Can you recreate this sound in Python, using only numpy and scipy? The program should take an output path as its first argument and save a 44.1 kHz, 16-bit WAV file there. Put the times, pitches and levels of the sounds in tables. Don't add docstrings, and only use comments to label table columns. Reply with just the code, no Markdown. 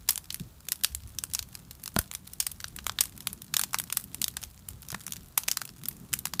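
import sys
import numpy as np
from scipy import signal
from scipy.fft import rfft, irfft, next_fast_len
from scipy.io import wavfile
from scipy.ndimage import map_coordinates

SR = 44100
rng = np.random.default_rng(int(sys.argv[2]) if len(sys.argv) > 2 else 0)


def unload_wav(signal):
    wavfile.write(
        sys.argv[1],
        SR,
        np.round(np.clip(np.atleast_2d(signal).T, -1, 1) * 32767).astype(np.int16),
    )


N = 282240
LEAD_S = .0042

# (time [s], level [dB], woody body [dB], brightness [dB])
FRACTURES = [(0.0903, -18.5, -3, -1), (0.0936, -25, -10.5, 0), (0.1078, -22, -11, 16),
             (0.1581, -30.5, -7, 2), (0.178, -30, 1, 3), (0.305, -31.5, -5.5, -8.5), (0.327, -39.5, -15, 5),
             (0.3447, -30, -5, 9), (0.3987, -41, -6, -4), (0.6868, -30.5, -9.5, 1), (0.7206, -22.5, 0, 5.5),
             (0.729, -37, -20, -0.5), (0.8374, -24, -11, 4), (0.8468, -18, -8, -5),
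             (0.9496, -28.5, -13, 3.5), (1.1872, -28, -12.5, 0.5), (1.2384, -28, -2, 2.5),
             (1.3369, -28.5, -10, 2), (1.3501, -24, -3.5, -1.5), (1.3922, -27.5, -7, -1.5),
             (1.5528, -36.5, -2, 1.5), (1.711, -40, -3.5, 1.5), (1.8382, -37.5, -6, 8),
             (1.8594, -35.5, -3, 0), (1.878, -34, -1, 1), (1.9899, -21, 1, 5), (2.1145, -35.5, -1, 1.5),
             (2.1382, -39, 0, 6), (2.1508, -31, -3, 2), (2.276, -42.5, -2, 4.5), (2.335, -38, -15, 5),
             (2.4032, -21, -11, -1), (2.4677, -25, -3, 1.5), (2.5167, -36.5, -7, 7.5),
             (2.6032, -39, -2, -8), (2.6431, -31, -1.5, -8), (2.683, -43, -15, 3.5),
             (2.7636, -36.5, -4, 4.5), (2.7881, -37, 1, -13), (2.8673, -25.5, 1, -0.5), (2.896, -28, 5, -9),
             (2.988, -25.5, -1, -11), (3.0085, -17, -3.5, 1), (3.0112, -21.5, -10, 7.5),
             (3.038, -33.5, -8, 3.5), (3.1782, -42.5, 4, 8), (3.206, -40, -7, 0),
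             (3.2722, -24.5, -5.5, 0.5), (3.3308, -35, -7, 4.5), (3.42, -39, -10, 3.5),
             (3.5405, -23.5, -5, -3), (3.5678, -19, -1.5, -0.5), (3.5948, -23, 1.5, 0),
             (3.6145, -26, -2, 2.5), (3.6372, -26, -3, -2.5), (3.7329, -33, 3, 1),
             (3.7448, -22.5, 5.5, -2.5), (3.7871, -27, -14, 2), (3.7998, -27.5, 1.5, 4.5),
             (3.9014, -36.5, -3, -9.5), (3.9266, -25.5, -4.5, 1.5), (3.9718, -21, -4, 2),
             (4.0412, -39.5, -12, 10), (4.146, -32.5, -1.5, 3), (4.2175, -24.5, -10.5, 0.5),
             (4.2427, -22, -15, 1.5), (4.2819, -28.5, -7, 4), (4.3694, -29.5, 1.5, -5),
             (4.4293, -40, -7, -3), (4.4374, -34, 1, -2.5), (4.6881, -33.5, -5, 12), (4.821, -46, -9, 19),
             (4.8868, -39, -9, 3), (4.9041, -36.5, -2, -2), (4.9186, -37, -7, 3), (4.946, -31, 12.5, -6),
             (5.0667, -33.5, -3.5, 3), (5.08, -38, 1, -1.5), (5.123, -31, -10, -2), (5.135, -37.5, -3, 2.5),
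             (5.167, -41, -7, -1.5), (5.378, -17, 0, 3.5), (5.4812, -31, -4, -4), (5.4849, -22, -6.5, -2),
             (5.5147, -22, -14, -2), (5.5225, -36, -3, 3), (5.5718, -25, -2, -2), (5.6172, -31, 4, -1),
             (5.6534, -37.5, -2, 4), (5.692, -43.5, -2, -5), (5.8366, -41.5, 0, 2), (5.857, -34, -0.5, -1),
             (5.8862, -25.5, -4, 13), (6.1309, -31, -2, -0.5), (6.1379, -21.5, -6.5, 2),
             (6.1904, -32.5, -11, 6), (6.2555, -26, 1.5, 1), (6.2703, -37, 0, 0.5),
             (6.337, -30.5, -3.5, -7.5), (6.3965, -22, -7, -5.5)]


def amp(db):
    return 10 ** (np.asarray(db) / 20)


def unit_rms(x):
    return x / np.sqrt(np.mean(x ** 2) + 1e-20)


def along(points, hz):
    f, v = np.transpose(points)
    return np.interp(np.log(hz + 1), np.log(f + 1), v)


def curve(points):
    return np.interp(np.arange(N) / SR, *np.transpose(points))


def wobble(rate):
    return map_coordinates(rng.standard_normal(int(N * rate / SR) + 4), [np.arange(N) * rate / SR])


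def filtered(x, response):
    size = next_fast_len(N + SR // 2)
    return irfft(rfft(x, size) * response(np.fft.rfftfreq(size, 1 / SR)), size)[:N]


def shaped(x, spectrum):
    return unit_rms(filtered(x, lambda hz: amp(along(spectrum, hz))))


def coloured(x, colour_db):
    size = 2 * next_fast_len(len(x))
    cepstrum = irfft(np.log(amp(colour_db(np.fft.rfftfreq(size, 1 / SR)))))
    cepstrum[1:size // 2] *= 2
    cepstrum[size // 2 + 1:] = 0
    return irfft(rfft(x, size) * np.exp(rfft(cepstrum)))[:len(x)]


def add(track, s, sound):
    start = int(np.clip(round(s * SR), 0, N))
    track[start:start + len(sound)] += sound[:N - start]


def wind():
    # (time [s], level [dB])
    gusts = [(0.0, -48.5), (0.24, -59.5), (0.32, -50), (0.56, -52), (0.64, -63), (1.04, -45), (1.12, -51.5),
             (2.08, -56), (2.88, -49), (3.36, -58), (4.24, -56), (4.48, -46.5), (4.56, -56), (4.72, -48),
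             (5.04, -64), (5.2, -50.5), (5.44, -60), (6.4, -55)]
    # (frequency [Hz], relative density [dB])
    buffet_spectrum = [(12, -31), (25, -25), (38, 5.5), (52, -0.5), (70, 6.5), (100, 0), (135, -7),
                       (220, -39)]
    return amp(curve(gusts) + 1.5 * wobble(12)) * shaped(rng.standard_normal(N), buffet_spectrum)


def flames(rush_db=-61):
    # (time [s], level [dB])
    blaze = [(0.0, -58.5), (0.88, -60), (1.12, -57), (2.64, -59), (2.72, -54), (3.12, -55.5), (3.2, -52),
             (4.0, -54), (4.16, -49.5), (4.56, -61), (4.72, -55), (4.8, -60.5), (4.96, -53), (5.36, -58.5),
             (6.16, -48.5), (6.4, -54.5)]
    # (frequency [Hz], relative density [dB])
    roar_spectrum = [(70, -30), (120, 3), (150, 1.5), (190, 0.5), (240, -5.5), (310, -11), (420, -17.5),
                     (700, -55)]
    rush_spectrum = [(180, -23), (300, -3), (520, -3), (1300, -4.5), (2100, -12), (3500, -14.5),
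                     (7500, -10), (15000, -12)]
    roar_db = curve(blaze)
    flutter_db = 2 * wobble(25)
    flicker_db = .8 * wobble(9) + .2 * (roar_db - roar_db.mean())
    roar = amp(roar_db + flutter_db) * shaped(rng.standard_normal(N), roar_spectrum)
    rush = amp(rush_db + flicker_db) * shaped(rng.standard_normal(N), rush_spectrum)
    return roar + rush


def sizzle(level_db=-63.5, spits_per_s=450, life_s=.0008, spread_db=3.5):
    # (frequency [Hz], relative density [dB])
    sap_spectrum = [(500, -30), (1500, -15), (4000, -1), (9000, -28), (15000, -1)]
    onsets = rng.random(N) < spits_per_s / SR
    spits = onsets * amp(spread_db * np.minimum(rng.exponential(size=N), 4))
    power = signal.lfilter([1], [1, -np.exp(-2 / (life_s * SR))], spits ** 2)
    return amp(level_db) * shaped(np.sqrt(power) * rng.standard_normal(N), sap_spectrum)


def fracture(body_db, bright_db, ring_hz, length_ms,
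             tear_db=-12, scatter_db=-10, pile_db=-34, ring_db=3, shock=1.34):
    # (frequency [Hz], gain [dB])
    wood_colour = [(60, -30), (300, -17), (550, -7), (1000, 0), (1500, 1.5), (2000, -1), (3000, 0),
                   (5000, 1), (10000, .5), (15000, -1), (17000, -20)]
    ms = np.arange(-4 * SR // 1000, SR // 16) * 1000 / SR
    after, before = np.maximum(ms, 0), np.minimum(ms, 0)
    life_ms = max(.7 * (length_ms - .3), .15)
    split = np.exp(before / (.26 * life_ms) - after / life_ms)
    tear = amp(tear_db) * np.exp(before / (life_ms + .4)) * (ms < 0)
    near = amp(scatter_db) * np.sqrt(life_ms) * np.exp(-after / 3.5)
    scatter = np.hypot(near, amp(pile_db) * np.exp(-after / 25)) * (ms > 0)
    ragged = amp(3.5 * np.interp(ms, np.arange(-4, 66, .5), rng.standard_normal(140)))
    direct = rng.standard_normal(len(ms)) * ragged * np.sqrt(split ** 2 + tear ** 2 + scatter ** 2)
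    direct[np.argmax(ms >= 0)] += shock
    pressure = direct.copy()
    for lag_ms, strength in rng.uniform((.15, -.35), (1.4, .35), (2, 2)):
        lag = int(lag_ms * SR / 1000)
        pressure[lag:] += strength * direct[:-lag]
    tilt = [(450, .6 * body_db - 3), (1050, body_db - 1), (1400, body_db),
            (3200, 0), (5500, 0), (10500, bright_db)]
    splinter = lambda hz: ring_db / (1 + (np.log((hz + 1) / ring_hz) / .18) ** 2)
    sound = coloured(pressure, lambda hz: along(wood_colour, hz) + along(tilt, hz) + splinter(hz))
    attack = (ms > -2.5) & (ms < 4.5)
    return sound / np.sqrt(np.mean(sound[attack] ** 2))


def ticks(count=350, faint_db=-62, spread_db=4.5, loudest_db=-48, flurry_db=5):
    track = np.zeros(N)
    activity = np.cumsum(amp(flurry_db * wobble(14)))
    for when, size, body, bright, ring, length in rng.random((count, 6)):
        db = min(faint_db - spread_db * np.log(size), loudest_db)
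        tick = fracture(body_db=-8 + 12 * body, bright_db=-4 + 14 * bright,
                        ring_hz=2500 * 5 ** ring, length_ms=.5 + 1.5 * length)
        add(track, np.searchsorted(activity, when * activity[-1]) / SR, amp(db) * tick)
    return track


def snap(level_db, body_db, bright_db):
    ring_hz = min(7600 * 2 ** (bright_db / 9), 12500)
    length_ms = 1.15 - .012 * (level_db + 25) + .02 * body_db
    return amp(level_db) * fracture(body_db, bright_db, ring_hz, length_ms)


def snaps():
    track = np.zeros(N)
    for s, db, body_db, bright_db in FRACTURES:
        add(track, s - LEAD_S, snap(db, body_db, bright_db))
    return track


def aftercracks(count=2, mean_wait_s=.028, drop_db=24, spread_db=5):
    track = np.zeros(N)
    for s, db, *_ in np.repeat(FRACTURES, count, axis=0):
        wait = rng.gamma(2, mean_wait_s / 2)
        size, body, bright = rng.standard_normal(3)
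        crack = snap(db - drop_db + spread_db * size, body_db=-2 + 3 * body, bright_db=2 + 4 * bright)
        add(track, s + wait - LEAD_S, crack)
    return track


def yard(x, spots=5):
    # (frequency [Hz], time to fall 60 dB [s])
    decay_times = [(500, 0.3), (2000, 0.18), (7000, 0.18), (15000, 0.25)]
    wet = np.zeros(N)
    spot = np.arange(N) // (SR // 20) % spots
    for k in range(spots):
        hz, t, noise = signal.stft(rng.standard_normal(SR // 3), SR, nperseg=256)
        decay = amp(-60 * t / along(decay_times, hz)[:, None])
        tail = signal.istft(noise * decay, SR, nperseg=256)[1]
        tail *= 1 - np.exp(-np.arange(len(tail)) / SR / .0009)
        wet += signal.fftconvolve(x * (spot == k), tail / np.linalg.norm(tail))[:N]
    return wet


def flaps():
    # (time [s], level [dB], decay time [s], pitch [ratio])
    tongues = [(0.4, -37, 0.035, 1.0), (1.025, -43, .028, .5), (4.685, -45, .03, .5),
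               (6.165, -43, .025, .75)]
    # (frequency [Hz], gain [dB])
    whump_colour = [(60, 0), (110, 8), (210, 7), (290, -7.5), (400, -7.5), (520, -35), (900, -34),
                    (4000, -50)]
    track, t = np.zeros(N), np.arange(SR // 6) / SR
    for s, db, life, pitch in tongues:
        gas = unit_rms(coloured(rng.standard_normal(len(t)), lambda hz: along(whump_colour, hz / pitch)))
        add(track, s, amp(db) * gas * np.exp(-t / life))
    return track


def bursts():
    # (time [s], push level [dB], push frequency [Hz], push decay time [s], knock level [dB])
    pockets = [(1.964, -19.5, 207, 0.0073, -22), (1.9886, -15, 86.5, 0.0041, -26.5),
               (4.9265, -35, 147, 0.016, -37.5), (4.945, -33.5, 192, .012, -39)]
    # (frequency [Hz], relative level [dB], decay time [s])
    pile_modes = [(303, 5, 0.001), (525, 0.5, 0.0023), (670, -1, 0.0032), (1025, -2.5, 0.0029),
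                  (1430, 1.5, 0.0026), (1790, 0, .0018), (2450, -7, 0.0016)]
    track, t = np.zeros(N), np.arange(SR // 10) / SR
    for s, push_db, push_hz, push_life, knock_db in pockets:
        push = -np.sin(2 * np.pi * push_hz * t) * np.exp(-t / push_life)
        knock = np.zeros(len(t))
        for k, (hz, db, life) in enumerate(pile_modes):
            strength = (-1) ** (k + 1) * amp(db + rng.normal(0, 1.5))
            knock += strength * np.sin(2 * np.pi * hz * t) * np.exp(-t / life)
        add(track, s, amp(push_db) * push + amp(knock_db) * knock)
        crack = fracture(body_db=0, bright_db=-3, ring_hz=3500, length_ms=2)
        add(track, s - LEAD_S, amp(knock_db - 6) * crack)
    return track


def scene():
    crackle = snaps() + aftercracks() + ticks() + bursts()
    return (crackle + amp(-21) * yard(crackle) + sizzle() + wind() + flames() + flaps())[None]


def record(dry, bass_hz=42, ceiling=.8, top_hz=15350):
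    lean = signal.sosfilt(signal.butter(3, bass_hz, "highpass", fs=SR, output="sos"), dry[0])
    rounded = lean / (1 + (lean / ceiling) ** 4) ** (1 / 4)
    return filtered(rounded, lambda hz: 1 / np.sqrt(1 + (hz / top_hz) ** 160))[None]


dry = scene()
out = record(dry)
unload_wav(out)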